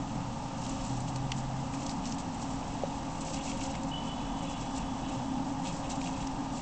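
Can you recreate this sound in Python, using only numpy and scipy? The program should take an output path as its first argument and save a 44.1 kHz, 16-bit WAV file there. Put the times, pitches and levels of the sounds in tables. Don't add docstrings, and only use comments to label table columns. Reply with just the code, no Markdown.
import sys
import numpy as np
from scipy import signal
from scipy.fft import rfft, irfft
from scipy.io import wavfile
from scipy.ndimage import uniform_filter1d

SR = 44100
rng = np.random.default_rng(int(sys.argv[2]) if len(sys.argv) > 2 else 0)


def materialize(psi):
    bounded = np.clip(np.atleast_2d(psi).T, -1, 1)
    quanta = np.round(bounded * 32767).astype(np.int16)
    wavfile.write(sys.argv[1], SR, quanta)


def ratio(d):
    e = np.asarray(d, float) / 20
    return 10 ** e


N = 291716


def rms_one(x):
    return x / np.sqrt(np.mean(x ** 2) + 1e-20)


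def drift(rate):
    r = np.exp(-80 * np.pi * rate / SR)
    white = rng.standard_normal(N // 40 + 2002)
    slow = signal.lfilter([1], [1, -2 * r, r * r], white)[2000:]
    return np.interp(np.arange(N) / 40, np.arange(len(slow)), rms_one(slow))


def coloured(x, spectrum):
    (low_hz, low_db), (high_hz, high_db) = spectrum[0], spectrum[-1]
    points = [(low_hz / 2, low_db - 30), *spectrum, (high_hz * 2, high_db - 30)]
    point_hz, point_db = np.transpose(points)
    hz = np.maximum(np.fft.rfftfreq(N, 1 / SR), 1)
    return irfft(rfft(x) * ratio(np.interp(np.log(hz), np.log(point_hz), point_db)), N)


def ring(clicks, hz, t60):
    r, w = ratio(-60 / (t60 * SR)), 2 * np.pi * hz / SR
    return signal.lfilter([0, np.sin(w)], [1, -2 * r * np.cos(w), r * r], clicks + 1e-18)


def hollow(hz, width_hz, even=0.063):
    t60 = np.log(1000) / (np.pi * width_hz)
    held_once = ring(rng.standard_normal(N + 9000), hz, t60)
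    tone = rms_one(ring(held_once, hz, t60)[9000:])
    height = np.sqrt(uniform_filter1d(tone ** 2, round(3 * SR / hz)) + .05)
    return rms_one(tone / height ** even)


def grains(per_s, spread_db):
    size_db = spread_db * np.minimum(rng.exponential(1, N), 4)
    sizes = ratio(size_db) * rng.choice([-1, 1], N)
    return sizes * (rng.random(N) < per_s / SR)


def efforts(rows, rise_s, fall_s, rest_db):
    t, power = np.arange(0, N + 40, 40) / SR, 0
    for start_s, length_s, db in rows:
        rise = np.clip((t - start_s) / rise_s + 1, 0, 1)
        fall = np.exp(-np.maximum(t - start_s - length_s, 0) / fall_s)
        power = power + (ratio(db) * rise * fall) ** 2
    return 10 * np.log10(ratio(rest_db) ** 2 + np.interp(np.arange(N) / SR, t, power))


# pitch_hz, level_db (per Hz)
RUMBLE = [(15, -53), (34, -42.5), (45, -45.5), (90, -52), (130, -44.5), (190, -48), (300, -51.5),
          (340, -72), (430, -61), (600, -57), (830, -52), (1000, -55), (1300, -76), (1600, -68)]
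# pitch_hz, width_hz, level_db
ROOM_RINGS = [(166.4, 7.4, -51), (188.3, 14, -53), (228.4, 17.4, -47.5), (314.3, 26, -55), (368, 30, -60),
              (716, 56, -58), (818, 134, -47), (918, 83, -49.5), (1188, 51, -62.5)]
# time_s, level_db
FAN = [(0, -38), (.42, -48), (.7, -40), (1.6, -43.5), (1.8, -38.5), (2.05, -44), (2.3, -39.5), (2.8, -43),
       (3.0, -41), (4.9, -40), (5.38, -35.5), (5.71, -42), (6.0, -37.5), (6.1, -39), (6.3, -41),
       (6.42, -33.5), (6.52, -37), (6.61, -43)]
# start_s, length_s, level_db
CATCHES = [
    (.6, 0.11, -48.5),
    (3.3, 0.54, -47.5),
    (4.4, 0.056, -45.5),
    (4.82, 0.069, -54.5),
    (5.18, 0.07, -49),
    (5.65, 0.31, -52.5),
]
OVERTONE_DB = -54
CATCH_RISE_S, CATCH_FALL_S = 0.11, 0.053
TRAFFIC_START_DB, TRAFFIC_NEARS_DB, TRAFFIC_NEARS_S = -2.5, 3.0, 3
LOW_WAVER_DB, MID_WAVER_DB, WAVER_PER_S = 0.44, 0.34, 7.5


def room_hum():
    t = np.arange(N) / SR
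    fan_db = np.interp(t, *np.transpose(FAN))
    overtone_db = efforts(CATCHES, CATCH_RISE_S, CATCH_FALL_S, OVERTONE_DB)
    bed = 19.84 * coloured(rng.standard_normal(N), RUMBLE)
    bed = bed + sum(ratio(db) * hollow(hz, width) for hz, width, db in ROOM_RINGS)
    low = signal.sosfiltfilt(signal.butter(2, 450, fs=SR, output="sos"), bed)
    mid_db = TRAFFIC_START_DB + TRAFFIC_NEARS_DB * (1 - np.exp(-t / TRAFFIC_NEARS_S))
    wavering_low = low * ratio(LOW_WAVER_DB * drift(WAVER_PER_S))
    wavering_mid = (bed - low) * ratio(mid_db + MID_WAVER_DB * drift(WAVER_PER_S))
    fan = ratio(fan_db - 1.5) * hollow(270.1, 23.9, even=0.46)
    overtone = ratio(overtone_db - 1.5) * hollow(541.3, 21, even=0.13)
    return wavering_low + wavering_mid + fan + overtone


IDLE_HZ, IDLE_DB, PULL_HZ, PULL_DB = 124.2, -46.5, 134.8, -38
PULL_S, PULL_LASTS_S, SPIN_UP_S, GONE_S = .9, .73, 0.45, 0.18


def engine():
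    t = np.arange(N) / SR
    hz = PULL_HZ - (PULL_HZ - IDLE_HZ) * np.exp(-np.maximum(t - PULL_S, 0) / SPIN_UP_S)
    idle_db = IDLE_DB - 200 * (t > PULL_S)
    db = efforts([(PULL_S, PULL_LASTS_S, PULL_DB)], 0.025, GONE_S, idle_db)
    return np.sqrt(2) * ratio(db - 1.0 + 0.15 * drift(2.9)) * np.sin(2 * np.pi * np.cumsum(hz) / SR)


# start_s, held_s, level_db (of the lead overtone)
BLASTS = [
    (3.916, 0.049, -41.5),
    (4.07, .06, -50.5),
    (4.2, .05, -65),
    (4.36, 0.071, -59),
]
# order (times the base pitch), level_db
HORN_ORDERS = [(6, -12), (7.93, 0), (8.95, -14)]
HORN_S, HORN_ENDS_S, HORN_START_HZ, HORN_HZ, HORN_SETTLES_S = 3.916, 5.4, 424, 432, .12
BLAST_RISE_S, BLAST_FALL_S = .004, 0.039
STREET_DB, STREET_LOSS_DB_PER_S = -58, 3.5
UPPER_DB, UPPER_LOSS_DB_PER_S, UPPER_RISE_S = -55.5, 6, .1


def horn():
    t = np.arange(N) / SR
    since = np.maximum(t - HORN_S, 0)
    hz = HORN_HZ - (HORN_HZ - HORN_START_HZ) * np.exp(-since / HORN_SETTLES_S)
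    street_db = STREET_DB - STREET_LOSS_DB_PER_S * since
    lead_db = efforts(BLASTS, BLAST_RISE_S, BLAST_FALL_S, street_db)
    upper_db = UPPER_DB - UPPER_LOSS_DB_PER_S * since - 6.6 * np.exp(-since / UPPER_RISE_S)
    overtones = [(7.03, lead_db), (6.925, lead_db - 1 - 3 * since), (7.8, upper_db - 4)]
    overtones += [(order, upper_db + order_db) for order, order_db in HORN_ORDERS]
    out, wobble = 0, 1 + .002 * drift(30)
    for order, db in overtones:
        turns = order * np.cumsum(hz * (wobble + .0012 * drift(40))) / SR
        out = out + ratio(db + 2.5 * drift(25)) * np.sin(2 * np.pi * turns)
    onset = np.clip((t - HORN_S) / BLAST_RISE_S + 1, 0, 1)
    return onset * (t < HORN_ENDS_S) * out


# time_s, peak_db
KNOCKS = [
    (2.8356, -26.5),
    (2.8425, -59),
]
# pitch_hz, level_db, t60_s
KNOCK_MODES = [(557, 7, 0.039), (395, -25, 0.02), (695, -3, 0.025)]


def knock():
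    clicks = np.zeros(N)
    for s, db in KNOCKS:
        clicks[round(s * SR)] = -ratio(db)
    soft = signal.lfilter([.12], [1, -.88], clicks)
    return sum(ratio(db) * ring(soft, hz, t60) for hz, db, t60 in KNOCK_MODES)


# time_s, peak_db, pitch_hz, brightness_db
CLAW_TICKS = [(.6243, -43, 2910, -5), (0.663, -37, 2940, 10), (1.079, -39.5, 2920, 0),
              (1.3176, -21.5, 2940, -6), (1.737, -37, 2750, 0), (1.819, -37, 2777, 2),
              (2.6276, -36, 2620, -7), (3.281, -39, 2570, 0), (3.5133, -32.5, 2590, -1),
              (3.611, -35, 2700, -5), (3.7514, -34.5, 2640, 8), (5.659, -36, 2610, 12),
              (5.853, -39.5, 2720, 1), (6.013, -32, 2760, 6), (6.0396, -35.5, 3270, 0),
              (6.06, -33, 2920, -11), (6.071, -35, 2580, 3.5), (6.173, -43, 2600, -6),
              (6.225, -38, 2680, 1)]
# time_s, peak_db, pitch_hz, brightness_db
SNAPS = [(.692, -33, 7040, -6), (0.8618, -32.5, 8000, -1), (1.003, -33, 7660, -2), (1.158, -36, 7010, 11),
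         (1.3164, -25.5, 5470, -4), (1.863, -29, 6500, 7), (1.8924, -28.5, 4850, 5), (1.911, -36, 4900, -4),
         (2.0535, -31, 5130, -9), (2.07, -34, 5140, -3), (2.093, -34.5, 6910, -9), (2.121, -30.5, 5750, -6),
         (2.1826, -39, 7600, 13), (2.343, -37.5, 7600, -5), (3.2077, -31.5, 7800, -8),
         (3.247, -34.5, 7000, -6), (3.3424, -34, 5960, -5), (3.8317, -38, 7380, 4), (5.6694, -34, 4080, 7),
         (5.687, -43.5, 5200, 6), (5.9117, -44, 6760, 6), (5.9544, -33, 7370, -10), (6.079, -36, 7260, -5),
         (6.2695, -34, 5800, 2)]
TICK_DIES_MS, SNAP_DIES_MS = 3.0, 3.6


def ticks():
    out, age = np.zeros(N + 3000), np.arange(3000) / SR
    rows = [(*row, TICK_DIES_MS) for row in CLAW_TICKS] + [(*row, SNAP_DIES_MS) for row in SNAPS]
    bright = signal.butter(2, 3000, "high", fs=SR, output="sos")
    first_break = 2.53 * (age == 0)
    for s, db, hz, bright_db, dies_ms in rows:
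        body, crack = rng.standard_normal((2, 3000))
        burst = np.exp(-age / (dies_ms / 1000)) * (1 - np.exp(-age / 0.00041))
        tone = ring(body * burst + first_break, hz, 12.0 / hz)
        crack = signal.sosfilt(bright, crack * burst + first_break)
        both = tone / np.abs(tone).max() + ratio(bright_db) * crack / np.abs(crack).max()
        i = round((s + 0.00088) * SR)
        out[i:i + 3000] += ratio(db - 1.0) * both
    return signal.sosfilt(signal.butter(2, 1100, "high", fs=SR, output="sos"), out[:N])


# pitch_hz, level_db (per Hz)
SHAVINGS = [(3200, -4), (4200, -6), (5000, -6.5), (6000, -5), (7000, -4), (7800, -2.5), (8500, -14.5),
            (9000, -12)]
# pitch_hz, level_db
FLAKES = [(4300, -6.5), (4900, -8.5), (5450, -4), (5950, -2), (6500, -3.5), (7100, -0.5), (7500, -3),
          (7900, -4.5), (8150, -4.5)]
# start_s, level_db
STEPS = [(.69, -43), (.85, -47), (1.077, -44), (1.16, -49), (1.374, -42), (1.61, -59), (1.738, -45.5),
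         (1.907, -41.5), (1.865, -50), (2.055, -40), (2.115, -44.5), (2.19, -40.5), (2.42, -44.5),
         (3.21, -43), (3.505, -43), (3.618, -34), (.28, -52), (4.065, -47), (4.435, -46), (4.505, -44.5),
         (4.605, -47), (4.765, -46), (5.68, -40), (5.845, -48), (5.905, -38), (6.055, -45.5), (6.215, -49),
         (6.56, -43.5)]
STEP_S, STEP_RISE_S, STEP_FALL_S = .014, 0.017, 0.018
# start_s, length_s, level_db
SHUFFLES = [(.62, .36, -45.5), (1.8, 0.079, -47), (2.095, 0.017, -48), (2.34, 0.13, -49.5),
            (2.5, .68, -51.5), (3.26, 0.12, -41.5), (3.44, 0.059, -41.5), (3.56, 0.058, -45.5),
            (4.86, 0.05, -56), (3.63, 0.085, -45), (4.39, 0.083, -50.5), (4.59, 0.082, -52),
            (4.72, 0.058, -46), (4.98, 0.045, -52.5), (5.09, 0.057, -47), (5.65, 0.045, -43.5),
            (5.74, 0.047, -47.5), (5.92, 0.296, -47.5), (6.54, 0.079, -50.5)]
SHUFFLE_RISE_S, SHUFFLE_FALL_S = 0.035, 0.046
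STIRRING_DB = -52


def shavings():
    shuffle_db = efforts(SHUFFLES, SHUFFLE_RISE_S, SHUFFLE_FALL_S, STIRRING_DB)
    steps = [(s, STEP_S, db) for s, db in STEPS]
    level_db = efforts(steps, STEP_RISE_S, STEP_FALL_S, shuffle_db)
    clumps = ratio(3.7 * drift(44))
    crackle = rms_one(coloured(grains(9000 * clumps, 1.2), SHAVINGS))
    flakes = rms_one(sum(ratio(db) * ring(grains(400 * clumps, 1.8), hz, 0.01) for hz, db in FLAKES))
    return ratio(np.minimum(level_db, -38) - 3.0) * (0.42 * crackle + 0.63 * flakes)


# pitch_hz, level_db, t60_s
HIDEOUT = [(2246, -4, 0.017), (2566, -4, 0.038), (2750, 0.5, 0.023), (2942, -2.5, 0.028),
           (3320, -3.5, 0.027), (3870, -5, 0.025)]
# start_s, length_s, level_db
STROKES = [(.615, 0.29, -55), (1.322, .01, -59), (1.37, 0.026, -61), (1.735, 0.02, -55), (1.81, .06, -59),
           (2.04, 0.019, -50), (2.7, .25, -55.5), (3.15, 0.15, -56), (3.34, 0.069, -48), (3.46, 0.044, -47),
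           (3.55, .05, -53), (3.612, 0.023, -48), (3.65, .12, -51), (3.92, 0.37, -55), (4.39, 0.19, -51.5),
           (4.62, 0.032, -51), (4.75, 0.07, -51.5), (5.04, 0.086, -52), (5.65, 0.014, -39),
           (5.835, 0.023, -52), (5.89, 0.055, -51), (6.05, 0.024, -48.5), (6.12, 0.11, -52.5),
           (6.57, .04, -52)]
STROKE_RISE_S, STROKE_FALL_S = 0.0081, 0.036
LEANING_DB = -60


def claws():
    level_db = efforts(STROKES, STROKE_RISE_S, STROKE_FALL_S, LEANING_DB)
    scratch = 0
    for hz, db, t60 in HIDEOUT:
        slips = grains(600 * ratio(2.4 * drift(22)), 4.5)
        scratch = scratch + ratio(db) * ring(slips, hz, t60)
    return ratio(np.minimum(level_db, -46) - 2.1) * rms_one(scratch)


def scene():
    street_and_room = room_hum() + engine() + horn()
    cage = knock() + ticks() + shavings() + claws()
    return (street_and_room + cage)[None]


# pitch_hz, level_db (per Hz)
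HISS = [(1200, 4.5), (1500, -8.5), (1900, -8.5), (2400, -10.5), (2700, -7.5), (4000, -12.5), (6000, -11.5),
        (7600, -16.5), (8100, -19), (8350, -25.5), (8700, -39), (9080, -40.5)]
HISS_DB = -50


def microphone_hiss():
    return ratio(HISS_DB) * rms_one(coloured(rng.standard_normal(N), HISS))


def roll_off(x):
    return signal.sosfilt(signal.butter(12, 9080, fs=SR, output="sos"), x)


def record(dry):
    dull = signal.sosfilt(signal.butter(16, 8150, fs=SR, output="sos"), dry)
    top = signal.cheby2(20, 60, 9330, fs=SR, output="sos")
    mix = signal.sosfilt(top, dull + microphone_hiss()) - .0024
    return roll_off(mix)


dry = scene()
out = record(dry)
materialize(out)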